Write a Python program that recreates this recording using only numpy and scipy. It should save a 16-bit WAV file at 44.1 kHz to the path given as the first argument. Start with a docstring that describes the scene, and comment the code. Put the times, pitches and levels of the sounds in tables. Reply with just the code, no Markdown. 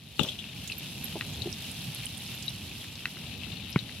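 """An archer on the left looses an arrow: the blow excites the damped modes of bow, string and limbs,
the gear rattles and the trees scatter the sound back. The next arrow bumps out of the hollow quiver,
clicks against the bow and is set on the string with a knock. Steady rain falls on the wooded clearing:
near drops tick and ring single leaves, thousands of others merge into noise, over a low outdoor rumble."""
import sys
import numpy as np
from scipy import signal
from scipy.fft import rfft, irfft
from scipy.io import wavfile
from scipy.ndimage import uniform_filter1d

SR = 44100
rng = np.random.default_rng(int(sys.argv[2]) if len(sys.argv) > 2 else 0)


def digitize_waveform(pressure):
    """Quantize a signal to 16-bit integers and store it at the path in sys.argv[1].

    Rows of a 2-D input are taken as channels; values are limited to [-1, 1].
    """
    field = np.atleast_2d(pressure).T
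    bounded = np.clip(field, -1, 1)
    quanta = np.round(bounded * 32767).astype(np.int16)
    wavfile.write(sys.argv[1], SR, quanta)


N = 176400
T = np.arange(N) / SR
RING_T = T[:SR // 4]
HARD_CONTACT_S, SOFT_CONTACT_S, TICK_RISE_S = 0.00041, 0.0007, 0.00052  # time constants of the onsets

# Slow course of the background (t/s, rumble level/dB, patter level/dB, spray level/dB)
BACKGROUND_LEVELS = [(0.0, -55, -55.5, -61.5), (0.14, -51, -53, -55.5), (0.26, -49, -44, -48),
                     (0.37, -48.5, -49, -55), (0.58, -46.5, -47, -51.5), (0.92, -44.5, -45.5, -48),
                     (1.41, -42.5, -43, -48), (1.54, -44, -45, -49), (2.38, -45, -44.5, -49.5),
                     (3.09, -46.5, -47.5, -51), (3.42, -44.5, -45, -50.5), (3.68, -47, -46, -53),
                     (4.0, -46, -48, -51.5)]
# Direction of the rain by frequency (f/Hz, left-right/dB)
RAIN_PAN = [(1200, -1), (2000, 3), (2700, 4.5), (3900, 7), (5000, -5.5), (7000, -5), (12000, -6),
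            (15000, -4.5)]


def shot():
    """Impulse excitation: bow and string ring in their modes, gear rattles, the trees reflect the snap."""
    snaps = [(0.1939, -19.5, 25), (.2122, -33, 12)]  # blows on the bow (t/s, level/dB, left-right/dB)
    bow_modes = [(400, -7.5, 0.028), (560, -12, 0.02), (850, -11, 0.04), (1220, -8, 0.019),
                 (1320, -14, 0.023), (2800, -7.5, .025), (2886, -1.5, 0.015), (3240, -27, 0.044),
                 (3700, -3, 0.018), (7200, -20, 0.018)]  # (f/Hz, level/dB, T60/s)
    thumps = [(0.1976, -23.5, 15), (0.2112, -16.5, 7.9), (0.239, -24.5, 2.5)]  # blows on string and limbs (t/s, level/dB, left-right/dB)
    string_modes = [(159, -9, 0.062), (208, 0, 0.028), (320, -19, 0.015)]  # (f/Hz, level/dB, T60/s)
    rattles = [(.196, -31.5, 15.5, 0.18), (.2315, -26, 6, 0.052), (.276, -37, 15, .05),
               (.2858, -27, 2, 0.08), (.3173, -36, 9, 0.067), (.388, -36, 8.5, 0.14)]  # shaken gear (t/s, level/dB, left-right/dB, T60/s)
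    rattle_spectrum = [(200, -33), (800, -21), (2100, -25), (2700, 1), (3500, 8), (4600, -15),
                       (8000, -17.5), (12000, -30), (16000, -39)]  # (f/Hz, level/dB)
    echoes = [(.003, -32.5, 376, 0.26), (.045, -38, 780, 0.15)]  # scatter from the trees (delay/s, level/dB, centre f/Hz, T60/s)
    out = np.zeros((2, N))
    for s, db, side_db in snaps:
        add(out, s, strike(bow_modes) * undb(db) * pan(side_db))
    for s, db, side_db in thumps:
        add(out, s, -ring(string_modes, SOFT_CONTACT_S) * undb(db) * pan(side_db))
    for s, db, side_db, t60 in rattles:
        noise = rng.standard_normal((3, len(RING_T)))  # left, right, common
        rattle = unit(colour(noise[:2] + noise[2], rattle_spectrum))
        add(out, s, rattle * fade(t60, SOFT_CONTACT_S) * undb(db) * pan(side_db))
    for delay, db, hz, t60 in echoes:
        echo = band_noise(hz, width=0.96, size=N) * fade(t60, attack=0.011, t=T)
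        add(out, snaps[0][0] + delay, echo * undb(db) * pan(1.5))
    return out


def cracks():
    """String and gear slap together: a brief impact has a broad, bright spectrum."""
    slaps = [(0.194, -25, 8, 0.0062), (0.2322, -30.5, -4, 0.033), (0.676, -32, -8, 0.009),
             (1.948, -32, -1, 0.0045), (3.0563, -35, 8, .004)]  # (t/s, level/dB, left-right/dB, T60/s)
    slap_spectrum = [(2000, -17), (4200, 9), (5600, -2), (8500, -1), (16000, -7)]  # (f/Hz, level/dB)
    out = np.zeros((2, N))
    for s, db, side_db, t60 in slaps:
        noise = unit(colour(rng.standard_normal((2, len(RING_T))), slap_spectrum))
        add(out, s, noise * fade(t60, attack=0.0001) * undb(db) * pan(side_db))
    return out


def quiver():
    """Resonance and friction: the arrow bumps the hollow quiver, and the shaft rubs after each bump."""
    bumps = [(1.155, -26, 0.00024, 0.5), (1.1647, -26.5, .001, 0.5), (1.4568, -17, .005, -24),
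             (1.4714, -21.5, 0.0014, -11)]  # (t/s, level/dB, contact/s, relative scrape level/dB)
    quiver_modes = [(262, -17, 0.021), (367, -0.5, 0.041), (493, -15, 0.02), (825, -16, 0.0087)]  # (f/Hz, level/dB, T60/s)
    scrape_spectrum = [(200, -21), (400, 4), (850, -0.5), (1150, -21), (2000, -37)]  # (f/Hz, level/dB)
    out = np.zeros((2, N))
    for s, db, contact, scrape_db in bumps:
        friction = unit(colour(rng.standard_normal(len(RING_T)), scrape_spectrum)) / 2
        scrape = friction * fade(t60=0.034, attack=contact) * undb(scrape_db)
        add(out, s, (ring(quiver_modes, contact) + scrape) * undb(db))
    return out


def body_thuds():
    """Soft impact: gear meets the body in a long contact, and low, damped modes respond."""
    thuds = [(1.879, -24), (1.993, -27.5)]  # (t/s, level/dB)
    body_modes = [(144, 7, 0.052), (258, -13, 0.044)]  # (f/Hz, level/dB, T60/s)
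    out = np.zeros((2, N))
    for s, db in thuds:
        add(out, s, ring(body_modes, contact=0.0069) * undb(db))
    return out


def shaft_clicks():
    """Free vibration of a bar: the shaft taps the bow, its pitch varying with the place struck."""
    clicks = [(1.2099, -17, 4, 1.02), (1.2213, -30, 2, 0.75), (2.844, -32, 2, 0.99),
              (3.0556, -13.5, 2.1, 1.02), (3.1696, -32.5, 3, 0.8), (3.468, -40, 4, 0.81),
              (3.8937, -29.5, 5, 1.05)]  # (t/s, level/dB, left-right/dB, frequency ratio)
    shaft_modes = [(1655, -10.5, 0.012), (1910, 0, 0.0086), (2550, 1, 0.0088), (3970, -3, 0.0055)]  # (f/Hz, level/dB, T60/s)
    out = np.zeros((2, N))
    for s, db, side_db, ratio in clicks:
        modes = [(hz * ratio, mode_db, t60) for hz, mode_db, t60 in shaft_modes]
        add(out, s, (strike(modes) + clearing_scatter()) * undb(db) * pan(side_db))
    return out


def nocking():
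    """Transmitted impact: the arrow clicks onto the string and the bow follows with a low knock."""
    nock_modes = [(361, -1.5, 0.0197), (1090, -0.5, 0.0088), (1345, -1.5, 0.0098), (2230, 0, 0.013)]  # (f/Hz, level/dB, T60/s)
    knock_modes = [(159, -1, 0.035), (217, -9.5, 0.028)]  # (f/Hz, level/dB, T60/s)
    onset_s, knock_lag_s = 3.7598, 0.00094
    out = np.zeros((2, N))
    add(out, onset_s, (strike(nock_modes) + clearing_scatter()) * undb(-14.5) * pan(3))
    add(out, onset_s + knock_lag_s, -ring(knock_modes, contact=0.0021) * undb(-4.5))
    return out


def rustles():
    """Granular noise: jacket and gear crackle in short clusters of randomly timed dry ticks."""
    clusters = [(0.201, 0.085, -45, 5900, -6), (0.677, 0.057, -47, 9700, -9),
                (1.826, 0.022, -47.5, 11800, -16), (2.175, 0.19, -52, 11500, -12),
                (2.262, 0.041, -46, 5100, -7), (2.426, 0.096, -46, 5340, -6), (2.43, 0.09, -49, 11500, -13),
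                (3.688, 0.033, -42.5, 11050, -11.5)]  # (t/s, duration/s, tick level/dB, centre f/Hz, left-right/dB)
    ticks_per_s, spread_octaves, spread_db = 450, 0.11, 6.5
    out, t = np.zeros((2, N)), RING_T[:SR // 40]
    envelope = fade(t60=0.008, attack=TICK_RISE_S, t=t)
    for s, duration, db, hz, side_db in clusters:
        deviations = rng.standard_normal((200, 2)).clip(-2, 2)
        onsets = s + duration * rng.random(len(deviations))[:int(ticks_per_s * duration)]
        for onset, (pitch, size) in zip(onsets, deviations):
            tick = envelope * band_noise(hz * 2 ** (spread_octaves * pitch), width=0.13, size=len(t))
            add(out, onset, tick * undb(db + spread_db * size) * pan(side_db))
    return out


def clearing_scatter():
    """Diffuse reflection: the clearing returns a faint tail of noise after a click."""
    return undb(-24) * fade(t60=0.11, attack=0.0011) * band_noise(hz=1900, width=0.91)


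def near_drops():
    """Impact on a damped resonator: a close drop ticks, rings a leaf and splashes around that pitch."""
    # Drops on leaves (t/s, f/Hz, level/dB, left-right/dB, T60/s, relative tick level/dB)
    drops = [(0.4406, 2670, -27, 3, 0.013, -12), (.676, 6700, -27, -20, 0.0076, -10),
             (0.699, 2650, -22.5, 7, 0.017, -13), (0.7183, 2720, -20.5, 3, 0.009, -6),
             (0.7221, 4120, -24, -12, 0.0057, -7), (0.782, 12100, -31, -15, 0.027, -7),
             (1.0423, 11600, -28, -19, 0.023, -12), (1.053, 11900, -34, -18, .014, -7),
             (1.3363, 6930, -36, -10, .005, -3), (1.344, 3450, -25, 7, 0.006, -11),
             (1.4201, 4000, -21.5, 17, 0.01, -4), (1.5271, 5200, -23, -11, 0.0065, -5),
             (1.7143, 8800, -30, -13, 0.0052, -4), (1.9478, 10760, -29, -12, .008, -5),
             (2.0345, 2570, -24.5, 12.5, 0.0076, -7), (2.0559, 9320, -26.5, -18, 0.012, -9),
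             (2.066, 3080, -23.5, 9, 0.012, -11), (2.1738, 8830, -33, -13, .008, -12),
             (2.179, 9000, -34, -15, .004, -1), (2.2236, 9910, -37, -10, .006, -4),
             (2.238, 8420, -36, -11, 0.011, -10), (2.2771, 5040, -32, -14, 0.0043, -4),
             (2.3489, 12400, -39.5, -12, .03, -9), (2.4254, 7310, -31.5, -12, .01, -4),
             (2.426, 4800, -25.5, -13, 0.0028, -12), (2.4808, 3890, -23, 13, 0.028, -12),
             (2.493, 9400, -36, -9, .012, -9), (2.955, 5260, -31, 8, 0.0056, -3),
             (3.4345, 2700, -23, 8, 0.0053, -3), (3.5178, 3670, -29.5, 14, 0.014, -9),
             (3.5345, 3832, -33, 7, 0.0082, -6), (3.7276, 5100, -29, 19, 0.004, -8),
             (3.79, 3830, -22.5, 18.5, 0.011, -16)]
    out = np.zeros((2, N))
    for s, hz, db, side_db, t60, tick_db in drops:
        leaf = ring([(hz, 0, t60)], TICK_RISE_S)
        splash = undb(-17.5) * fade(t60=0.06, attack=TICK_RISE_S) * band_noise(hz, width=0.23)
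        tick = undb(tick_db) * fade(t60=0.005, attack=0.0001) * band_noise(hz, width=0.44)
        add(out, s, (leaf + splash + tick) * undb(db) * pan(side_db))
    return out


def drips():
    """Damped oscillation: each drop a little way off rings a leaf at its own natural frequency."""
    drips_per_s, median_t60_s, pan_scatter_db = 200, 0.013, 5
    out, t = np.zeros((2, N)), RING_T[:SR // 30]
    _, patter_db, spray_db = background_levels()
    for when, kind, pitch, faintness, side, length in rng.random((int(drips_per_s * N / SR), 6)):
        i = int(when * N)
        if kind < 0.5:
            hz, db = 2400 * 1.8 ** pitch, patter_db[i] + 5.5
        else:
            hz, db = 5000 * 2.7 ** pitch, spray_db[i] - 2
        db -= 3 * np.log(faintness + 0.09)  # a few drops stand out
        t60 = median_t60_s * 2 ** (2 * length - 1)
        leaf = fade(t60, TICK_RISE_S, t) * np.sin(2 * np.pi * hz * t)
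        side_db = at_hz(RAIN_PAN, hz) + pan_scatter_db * (2 * side - 1)
        add(out, when * N / SR, leaf * undb(db) * pan(side_db))
    return out


def rain():
    """Shot noise: thousands of tiny impacts sum to a patter on the leaves and a finer spray above it."""
    rain_spectrum = [(300, -13), (1000, -10.5), (1600, -8.5), (2100, -4.5), (2700, 4.5), (3300, 2),
                     (3850, 0), (4700, -5.5), (6700, -14), (8500, -15), (11500, -11.5), (13800, -19.5),
                     (16000, -27)]  # (f/Hz, level/dB)
    drift = [(0, -0.5), (.6, -1), (2.6, -4), (3.1, -2), (3.4, 4.5), (4, 1.5)]  # the rain's shifting balance (t/s, left-right/dB)
    hits_per_s, spread_db, crossover_hz = 7000, 3.5, 4960
    coherence, antiphase_gain = 0.78, 0.6
    # three streams of impacts: left, right and common to both sides
    hits = (rng.random((3, N)) < hits_per_s / SR) * rng.standard_normal((3, N))
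    hits *= undb(spread_db * rng.standard_normal((3, N)).clip(-2, 2))
    patter_hits = np.sqrt(1 - coherence) * hits[:2] + np.sqrt(coherence) * hits[2]
    spray_hits = hits[:2] + antiphase_gain * hits[2] * np.array([[1], [-1]])
    hz = np.fft.rfftfreq(N, 1 / SR)
    shape = undb(at_hz(rain_spectrum, hz)) * pan(at_hz(RAIN_PAN, hz))
    low_share = 1 / (1 + (hz / crossover_hz) ** 8)
    patter = unit(irfft(rfft(patter_hits) * shape * np.sqrt(low_share), N))
    spray = unit(irfft(rfft(spray_hits) * shape * np.sqrt(1 - low_share), N))
    _, patter_db, spray_db = background_levels()
    patter *= undb(patter_db - 0.5 + 0.6 * wander(rate_hz=25.28))
    spray *= undb(spray_db + 1 + 0.6 * wander(rate_hz=24.45))
    flicker = undb(0.68 * wander(rate_hz=14))
    return (patter + spray) * flicker * pan(np.interp(T, *np.array(drift).T))


def rumble():
    """Coherence at long wavelengths: the low outdoor rumble is nearly the same on both sides."""
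    rumble_spectrum = [(20, -12), (36, -13), (60, -1), (100, 2), (150, 1.5), (220, -2), (320, -12.5),
                       (500, -20), (800, -20), (1300, -34.5), (2500, -90)]  # (f/Hz, level/dB)
    noise = rng.standard_normal(N) + 0.16 * rng.standard_normal((2, N))
    rumble_db, _, _ = background_levels()
    gain = undb(rumble_db + 2 + 0.91 * wander(rate_hz=11))
    return unit(colour(noise, rumble_spectrum)) * gain * pan(-2)


def background_levels():
    """Level curves of rumble, patter and spray, interpolated in decibels."""
    times, *curves = np.array(BACKGROUND_LEVELS).T
    return [np.interp(T, times, db) for db in curves]


def ring(modes, contact):
    """Modal superposition: a sum of damped sines; a longer contact makes a softer start."""
    return sum(undb(db) * fade(t60, contact) * np.sin(2 * np.pi * hz * RING_T) for hz, db, t60 in modes)


def strike(modes):
    """Hard impact: ringing modes and a short crack of contact noise."""
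    crack = undb(-23) * fade(t60=0.0027, attack=HARD_CONTACT_S) * band_noise(hz=2960, width=0.2)
    return ring(modes, HARD_CONTACT_S) + crack


def fade(t60, attack, t=RING_T):
    """Exponential damping: a quick rise, and a fall of 60 dB in t60 seconds."""
    return (1 - np.exp(-t / attack)) * np.exp(-np.log(1000) * t / t60)


def band_noise(hz, width, size=len(RING_T)):
    """Resonant filtering: noise passes twice through a resonator with Q = 1 / width."""
    b, a = signal.iirpeak(min(hz, SR / 3), 1 / width, fs=SR)
    return unit(signal.lfilter(b, a, signal.lfilter(b, a, rng.standard_normal(size))))


def wander(rate_hz):
    """Slow fluctuation: random steps, smoothed twice, at rms 1."""
    hold = int(SR / rate_hz)
    steps = np.repeat(rng.standard_normal(N // hold + 1), hold)
    return unit(uniform_filter1d(uniform_filter1d(steps, hold), hold)[:N])


def colour(x, points):
    """Spectral shaping by (f/Hz, level/dB) points."""
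    n = x.shape[-1]
    return irfft(rfft(x) * undb(at_hz(points, np.fft.rfftfreq(n, 1 / SR))), n)


def at_hz(points, hz):
    """Interpolation of (f/Hz, value) points on a log-frequency axis."""
    f, values = np.array(points, float).T
    return np.interp(np.log(hz + 1), np.log(f), values)


def pan(db):
    """Left and right gains for a level difference; positive is to the left."""
    return undb(np.array([[1], [-1]]) * db / 2)


def undb(db):
    """Decibels to amplitude ratio."""
    return 10 ** (np.asarray(db) / 20)


def unit(x):
    """Normalisation to rms 1."""
    return x / np.sqrt(np.mean(x ** 2))


def add(out, s, sound):
    """Superposition: mix a sound in at s seconds."""
    i = int(s * SR)
    out[:, i:i + sound.shape[-1]] += sound[..., :N - i]


def scene():
    """Superposition of archer, rain and rumble; the archer's sound reaches the left side first."""
    left, right = shot() + quiver() + body_thuds() + shaft_clicks() + nocking() + rustles() + cracks()
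    lag_samples = 2
    archer = np.array([left, np.roll(right, lag_samples)])
    return archer + rumble() + rain() + drips() + near_drops()


def record(dry):
    """Band limiting: the microphone thins the deep bass and the recorder cuts the top."""
    low_cut_hz, top_hz = 68, 15900
    thinned = signal.sosfilt(signal.butter(2, low_cut_hz, "highpass", fs=SR, output="sos"), dry)
    return signal.sosfilt(signal.ellip(10, 0.2, 80, top_hz, fs=SR, output="sos"), thinned)


dry = scene()
out = record(dry)
digitize_waveform(out)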